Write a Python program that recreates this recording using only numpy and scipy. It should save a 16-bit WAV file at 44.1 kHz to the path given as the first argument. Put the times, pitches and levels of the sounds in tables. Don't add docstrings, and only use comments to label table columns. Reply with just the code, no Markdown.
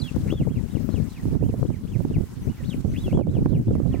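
import sys
import numpy as np
from scipy import signal
from scipy.io import wavfile

SR = 44100
rng = np.random.default_rng(int(sys.argv[2]) if len(sys.argv) > 2 else 0)


def generate_wav(sig):
    pcm = np.round(np.clip(np.atleast_2d(sig).T, -1, 1) * 32767).astype(np.int16)
    wavfile.write(sys.argv[1], SR, pcm)


N = 176400
TIME = np.arange(N) / SR

# centre_s, length_s, pitch_hz, level_db
FAR_CHIRPS = [(2.44, 0.046, 6150, -59), (2.908, 0.055, 6150, -59.5)]
# freq_hz, gain_db
HONK_FORMANTS = [(750, -15), (1050, 4), (1300, 6), (1550, -24), (1800, 6), (2050, -2), (2400, -5),
                 (3100, -15)]

# freq_hz, density_db
RIPPLE_SPECTRUM = [(100, 18.5), (400, 3), (1000, 10.5), (1500, 6.5), (2000, 5), (3000, 3), (4500, -0.5),
                   (6500, 3), (10000, -2.5), (15500, -3)]
# time_s, level_db
RIPPLE_LEVEL = [(0.02, -56), (0.33, -54.5), (0.34, -62), (0.46, -58), (0.48, -61), (0.67, -57), (1.3, -56),
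                (1.34, -58), (1.38, -64), (1.45, -59), (1.55, -60.5), (1.59, -56.5), (1.66, -61),
                (2.74, -57), (2.84, -59.5), (3.11, -56), (3.22, -69), (3.35, -60.5), (3.65, -63.5),
                (3.98, -59.5)]
# freq_hz, correlation
RIPPLE_CORRELATION = [(200, 0.94), (1500, 0.47), (3000, 0.04), (5000, 0.011), (15000, 0.029)]
# freq_hz, left_minus_right_db
RIPPLE_PAN = [(1000, -1), (4000, 1), (8000, 2), (15000, 2.5)]
# centre_s, level_db
SMALL_SPLASHES = [(.162, -54), (2.703, -54), (2.81, -53)]
# freq_hz, density_db
SPLASH_SPECTRUM = [(1500, -17), (6000, 0), (15000, -15)]

# time_s, strength_db
GUSTS_LEFT = [(0.0, -47), (0.06, -58), (0.12, -28.5), (0.168, -20), (0.2, -31), (0.29, -20.0), (0.38, -30),
              (0.48, -17.5), (0.53, -45), (0.56, -27), (0.648, -19), (0.67, -36.5), (0.76, -24.5),
              (0.8, -21.5), (0.86, -21), (0.93, -21.5), (0.96, -18), (1.058, -20), (1.1, -41), (1.34, -29),
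              (1.37, -32), (1.48, -27.5), (1.51, -34), (1.52, -31), (1.57, -39), (1.62, -22.5),
              (1.8, -44.5), (1.83, -26.5), (1.93, -29), (1.96, -44), (2.18, -21), (2.24, -47), (2.32, -31),
              (2.34, -34.5), (2.38, -40.5), (2.479, -19.5), (2.52, -41), (2.75, -24), (2.81, -40.5),
              (2.98, -21), (3.03, -40), (3.06, -21.5), (3.08, -28.5), (3.17, -22.0), (3.2, -32),
              (3.24, -30), (3.3, -30.5), (3.45, -19.5), (3.49, -42), (3.58, -16.5), (3.65, -34.5),
              (3.679, -17.5), (3.76, -31.5), (3.79, -26), (3.85, -57), (3.9, -25.5), (3.95, -33.5),
              (3.99, -39.0)]
GUSTS_RIGHT = [(0.0, -21.5), (0.021, -23), (0.1, -39.5), (0.16, -62), (0.182, -28), (0.38, -34),
               (0.412, -17), (0.48, -42), (0.51, -24), (0.59, -32.5), (0.62, -48.5), (0.71, -45),
               (0.73, -59), (0.84, -40), (0.88, -52), (1.03, -36), (1.09, -47), (1.27, -24), (1.3, -25),
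               (1.358, -17.5), (1.379, -26), (1.47, -21.5), (1.57, -30.5), (1.62, -27), (1.65, -43.5),
               (1.702, -16.5), (1.83, -46), (1.86, -35), (1.89, -38), (1.958, -19.5), (1.98, -22),
               (2.01, -24), (2.09, -30), (2.218, -17.5), (2.27, -43), (2.39, -33.5), (2.47, -43),
               (2.498, -21), (2.578, -51), (2.612, -20), (2.71, -50), (2.789, -20.5), (2.82, -35),
               (2.85, -20.5), (3.0, -35.5), (3.12, -17.5), (3.22, -28.5), (3.25, -38.5), (3.27, -24.5),
               (3.37, -21.5), (3.44, -19.5), (3.64, -27), (3.68, -19.5), (3.99, -23)]
# freq_hz, density_db
RUMBLE_SPECTRUM = [(20, -10.5), (45, -4), (100, 3.5), (190, -2), (280, -8), (450, -44)]
FLUTTER_SPECTRUM = [(90, -40), (180, 0), (260, -3), (380, -11), (520, -26), (800, -67)]
SPUTTER_SPECTRUM = [(250, -14), (420, 6.5), (560, -1), (800, -15.5), (1200, -24)]
PUFF_SPECTRUM = [(150, -11.5), (350, 8), (550, 1.5), (800, -17.5), (1200, -25.5), (2000, -26)]
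# start_s, kick_db, left_minus_right_db, puff_db
WIND_BUFFETS = [(.163, -29.5, 27, -22), (.324, -33, 12, -15.5), (0.337, -38, 35, -23),
                (0.413, -38, -9, -23), (.47, -44, 38, -18), (0.769, -32.5, 30, -28), (0.89, -29.5, 41, -18),
                (0.946, -35, 24, -27), (1.255, -32, -27, -31), (1.352, -29.5, -28, -27),
                (1.425, -55, -37, -17.5), (1.491, -36, -15, -20.5), (1.539, -38, -23, -21),
                (1.628, -36, 25, -17), (1.652, -37, 29, -25), (1.703, -32.5, -20, -23.5),
                (2.004, -34.5, -26, -20.5), (2.05, -29.5, -23, -23.5), (2.109, -38, -25, -24),
                (2.743, -37, 24, -32), (2.847, -35.5, -33, -23), (3.079, -34, -26, -21.5),
                (3.128, -30.5, 10, -17.5), (3.147, -33, 21, -20.5), (3.173, -29, -35, -25),
                (3.177, -26.5, -28, -27.5), (3.189, -35, -31, -21), (3.195, -30, -40, -17.5),
                (3.209, -32, -27, -18.5), (3.27, -32.5, -26, -22.5), (3.368, -40.5, 14, -22.5),
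                (3.459, -27.5, -18.5, -13.5), (3.529, -41, -28, -24), (3.682, -33, -6, -23.5),
                (3.708, -41, -26, -16.5), (3.753, -28.5, -34, -21.5), (3.8, -33.5, -28, -19.5),
                (3.942, -38, -27, -18)]

# start_s, rise_s, fall_s, start_hz, top_hz, end_hz, knee (share of the fall),
# rise_db, top_db, fall_db, end_db
BEGGING_WHISTLES = [(.486, 0.041, 0.069, 1824, 3240, 1877, 1.2, -62, -64, -58, -57),
                    (.684, 0.036, 0.065, 2007, 3760, 1865, 1.6, -63, -63.5, -54, -57),
                    (.889, 0.036, 0.073, 2480, 4225, 2115, 0.51, -61, -60, -49, -61),
                    (1.084, 0.028, 0.099, 2386, 4170, 1840, 0.48, -61, -61, -49.5, -60),
                    (1.412, 0.061, 0.056, 1794, 3150, 1730, 1.65, -59.5, -66, -60, -66),
                    (1.658, .028, 0.08, 2086, 4040, 1850, 0.6, -62, -72, -58.5, -57),
                    (1.872, 0.024, 0.07, 2300, 3540, 1820, 1.3, -56.5, -65, -54, -56),
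                    (2.081, 0.022, 0.072, 2390, 3710, 1845, 0.91, -65, -65, -49, -59),
                    (2.47, .053, 0.095, 1794, 2970, 1800, 0.54, -59, -65, -60, -55),
                    (3.12, 0.034, .085, 2290, 3380, 2190, 1.5, -52.5, -60.5, -63, -62),
                    (3.279, 0.031, 0.082, 1980, 3990, 2160, 1, -65, -69, -54, -59),
                    (3.468, 0.032, 0.084, 2520, 4100, 1960, 0.78, -72, -69, -54.5, -65),
                    (3.659, 0.047, 0.063, 2155, 3850, 1890, .97, -61.5, -76, -61.5, -60),
                    (3.861, 0.031, 0.071, 2165, 4080, 1880, 1.1, -65, -74, -51, -50.5)]
# time_s, pitch_hz, level_db
CLOSE_CALLS = [
    [(0, 4700, -26.5), (.011, 4500, -54), (.018, 4130, -31), (.03, 3780, -47), (.041, 3390, -41.5),
     (.058, 3290, -43), (.072, 3250, -41.5), (.081, 2766, -39.5), (.094, 2690, -42.5), (.104, 2250, -59)],
    [(.296, 2270, -47), (.306, 2810, -41), (.32, 3370, -41.5), (.335, 3530, -50), (.355, 3550, -54.5),
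     (.385, 3310, -47.5), (.405, 2810, -51), (.425, 2260, -53), (.446, 1870, -54)],
    [(2.635, 1970, -42.5), (2.644, 3230, -51.5), (2.656, 3860, -48), (2.666, 4100, -64), (2.677, 4450, -51),
     (2.687, 3930, -54), (2.699, 3810, -43.5), (2.711, 3215, -43), (2.728, 3020, -43), (2.746, 1960, -53)],
    [(2.958, 2255, -44), (2.967, 2860, -41), (2.979, 3265, -41.5), (2.995, 3600, -49), (3.006, 3915, -52),
     (3.028, 3820, -52), (3.04, 3460, -49.5), (3.058, 3230, -49), (3.071, 2740, -46.5), (3.097, 2620, -52),
     (3.118, 2180, -48)],
]
# start_s, length_s, pitch_hz, level_db
OPENING_RASPS = [(0.277, 0.026, 2170, -43), (2.937, 0.03, 2220, -44.5)]
# delay_s, gain_db
REFLECTIONS = [(.001454, -10.5), (.002147, -13.5), (.0083, -7), (.021, -11)]

CUTOFF_HZ = 15800


def from_db(db):
    return 10 ** (np.asarray(db) / 20)


def unit_rms(x):
    return x / np.sqrt(np.mean(x ** 2) + 1e-20)


def at_time(curve):
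    return np.interp(TIME, *np.transpose(curve))


def at_hz(curve, hz):
    freq_hz, value = np.transpose(curve)
    return np.interp(np.log(hz), np.log(freq_hz), value)


def pan(left_minus_right_db):
    return unit_rms(from_db([[left_minus_right_db / 2], [-left_minus_right_db / 2]]))


def lowpass(x, top_hz, order=4):
    return signal.sosfilt(signal.butter(order, top_hz, fs=SR, output="sos"), x)


def drift(rate_hz):
    hop, settle = 40, 2000
    pole = np.exp(-2 * np.pi * rate_hz * hop / SR)
    white = rng.standard_normal(N // hop + settle + 2)
    slow = signal.lfilter([1], [1, -2 * pole, pole * pole], white)[settle:]
    return np.interp(np.arange(N) / hop, np.arange(len(slow)), unit_rms(slow))


def waver(depth=.0113, rate_hz=168):
    return 1 + depth * drift(rate_hz)


def sine(hz):
    return np.sin(2 * np.pi * np.cumsum(hz) / SR)


def gate(start_s, end_s, attack_s=.0052, release_s=.0066):
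    attack = np.clip((TIME - start_s) / attack_s + .5, 0, 1)
    release = np.clip((end_s - TIME) / release_s + .5, 0, 1)
    return attack * release


def noise_bands(top_hz):
    edges_hz = 17 * 2 ** np.arange(0, 10.1, .5)
    white = rng.standard_normal((2, 2, N))
    for k, (low_hz, high_hz) in enumerate(zip(edges_hz, edges_hz[1:])):
        if low_hz < top_hz:
            bandpass = signal.butter(2, [low_hz, high_hz], "band", fs=SR, output="sos")
            yield np.sqrt(low_hz * high_hz), signal.sosfilt(bandpass, white[k % 2])


def noise(spectrum):
    bands = noise_bands(top_hz=spectrum[-1][0])
    return unit_rms(sum(from_db(at_hz(spectrum, hz)) * band for hz, band in bands))


def far_bird():
    buzz = waver(depth=.023, rate_hz=260)
    return sum(from_db(db) * np.exp(-(2 * (TIME - centre_s) / length_s) ** 2) * sine(hz * buzz)
               for centre_s, length_s, hz, db in FAR_CHIRPS)


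def far_honk(start_s=3.91, end_s=4.6, pitch_hz=269, sag_hz_per_s=243, gain_db=-62.5):
    hz = (pitch_hz - sag_hz_per_s * np.maximum(TIME - start_s, 0)) * waver()
    harmonics = sum(from_db(at_hz(HONK_FORMANTS, k * pitch_hz)) * sine(k * hz) for k in range(3, 13))
    return from_db(gain_db) * gate(start_s, end_s) * harmonics


def ripples(gain_db=6, flicker_db=1.92):
    hiss = 0
    for hz, (mid, side) in noise_bands(CUTOFF_HZ):
        correlation = at_hz(RIPPLE_CORRELATION, hz)
        band = np.sqrt(1 + correlation) * mid + np.sqrt(1 - correlation) * side * [[1], [-1]]
        band_db = at_hz(RIPPLE_SPECTRUM, hz) + flicker_db * drift(rate_hz=20.4)
        hiss += from_db(band_db) * pan(at_hz(RIPPLE_PAN, hz)) * band
    return from_db(gain_db + at_time(RIPPLE_LEVEL)) * unit_rms(hiss)


def splashes(half_width_s=.0066):
    envelope = sum(from_db(db) * np.exp(-((TIME - centre_s) / half_width_s) ** 2)
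                   for centre_s, db in SMALL_SPLASHES)
    return envelope * noise(SPLASH_SPECTRUM)


def wind(rumble_gain_db=1, flutter_gain_db=-4.5, rumble_eddy_db=4.5, flutter_eddy_db=6):
    ports = []
    layers = noise(RUMBLE_SPECTRUM), noise(FLUTTER_SPECTRUM), noise(SPUTTER_SPECTRUM)
    for gusts, rumble, flutter, sputter in zip((GUSTS_LEFT, GUSTS_RIGHT), *layers):
        gust_db = at_time(gusts)
        eddies = np.minimum(drift(rate_hz=48), 2)
        rumble_db = gust_db + rumble_eddy_db * eddies
        flutter_db = 1.308 * gust_db + flutter_eddy_db * eddies
        sputter_db = -18.5 + .4 * np.minimum(flutter_db + 17.5, 2)
        low = from_db(rumble_gain_db + rumble_db) * rumble
        high = from_db(flutter_gain_db + flutter_db) * (flutter + from_db(sputter_db) * sputter)
        ports.append(low + high)
    return lowpass(np.array(ports), top_hz=766)


def buffets(swing_hz=277, swing_t60_s=.021, snap_decay_s=84e-6, puff_decay_s=.0051, length_s=.05):
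    swing_db, snap_db, puff_gain_db = 21.5, -4.5, -1
    t = TIME[TIME < length_s]
    swing = from_db(swing_db - 60 * t / swing_t60_s) * np.sin(2 * np.pi * swing_hz * t)
    snap = from_db(snap_db) * np.exp(-t / snap_decay_s)
    kick = lowpass(swing, top_hz=840, order=1) + snap
    fade = np.exp(-t / puff_decay_s)
    turbulence = noise(PUFF_SPECTRUM)[0]
    out = np.zeros((2, N + SR))
    for start_s, kick_db, pan_db, puff_db in WIND_BUFFETS:
        span = int(start_s * SR) + np.arange(len(t))
        top_hz = 610 * 2 ** ((puff_db + 24) / 16)
        puff = unit_rms(lowpass(fade * turbulence[span], top_hz)) * np.sqrt(np.mean(fade ** 2))
        thump = from_db(kick_db) * rng.choice([-1, 1]) * kick + from_db(puff_gain_db + puff_db) * puff
        out[:, span] += pan(pan_db) * thump
    return out[:, :N]


def rasps(pulse_hz=130, swing_hz=392):
    pulses = (1 + sine(pulse_hz * waver(depth=.115, rate_hz=58.6))) / 2
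    out = 0
    for start_s, length_s, hz, db in OPENING_RASPS:
        rough_tone = sine(hz + swing_hz * drift(rate_hz=380))
        out += from_db(db) * gate(start_s, start_s + length_s) * pulses * rough_tone
    return out


def whistle(time_s, pitch_hz, level_db, octave_db=-20, shimmer_db=3):
    tone = gate(time_s[0], time_s[-1])
    hz = np.interp(TIME, time_s, pitch_hz) * waver()
    db = np.interp(TIME, time_s, level_db) + shimmer_db * drift(rate_hz=120)
    on = tone > 0
    tone[on] *= from_db(db[on]) * (sine(hz[on]) + from_db(octave_db) * sine(2 * hz[on]))
    return tone


def begging_calls(gain_db=1.5, hold_share=.35, swell_share=.55):
    out = 0
    for start_s, rise_s, fall_s, start_hz, top_hz, end_hz, knee, *levels_db in BEGGING_WHISTLES:
        rise_db, top_db, fall_db, end_db = levels_db
        top_s = start_s + rise_s
        end_s = top_s + fall_s
        t = np.arange(start_s, end_s, 1 / SR)
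        to_top = np.maximum((top_s - t) / rise_s, 0)
        past_top = np.maximum((t - top_s) / fall_s, 0)
        slide = past_top ** 2 * (1 + knee ** 2) / (past_top ** 2 + knee ** 2)
        hz = top_hz - (top_hz - start_hz) * to_top ** 2.3 - (top_hz - end_hz) * slide
        knots_s = [-rise_s / 2, 0, fall_s * hold_share, fall_s * swell_share, fall_s]
        db = np.interp(t - top_s, knots_s, [rise_db, top_db, top_db, fall_db, end_db])
        out += whistle(t, hz, gain_db + db)
    return out


def close_calls(gain_db=-1.5):
    return from_db(gain_db) * sum(whistle(*np.transpose(call)) for call in CLOSE_CALLS)


def grebes(port_lag_s=30e-6, pan_db=-1, shore_t60_s=.28, shore_db=-13):
    voice = begging_calls() + close_calls() + rasps()
    out = np.array([voice, np.interp(TIME - port_lag_s, TIME, voice)]) * pan(pan_db)
    for k, (delay_s, db) in enumerate(REFLECTIONS):
        out[k % 2] += from_db(db) * np.interp(TIME - delay_s, TIME, voice, left=0)
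    t = TIME[TIME < shore_t60_s]
    tail = rng.standard_normal((2, len(t))) * from_db(-60 * t / shore_t60_s)
    wash = signal.fftconvolve(voice[None], unit_rms(tail) / np.sqrt(len(t)), axes=1)[:, :N]
    return out + from_db(shore_db) * wash


def scene():
    return grebes() + far_bird() + far_honk() + ripples() + splashes() + wind() + buffets()


def record(dry):
    ceiling = .35
    rounded = dry / (1 + (dry / ceiling) ** 4) ** .25
    return signal.sosfilt(signal.ellip(10, .2, 80, CUTOFF_HZ, fs=SR, output="sos"), rounded)


dry = scene()
out = record(dry)
generate_wav(out)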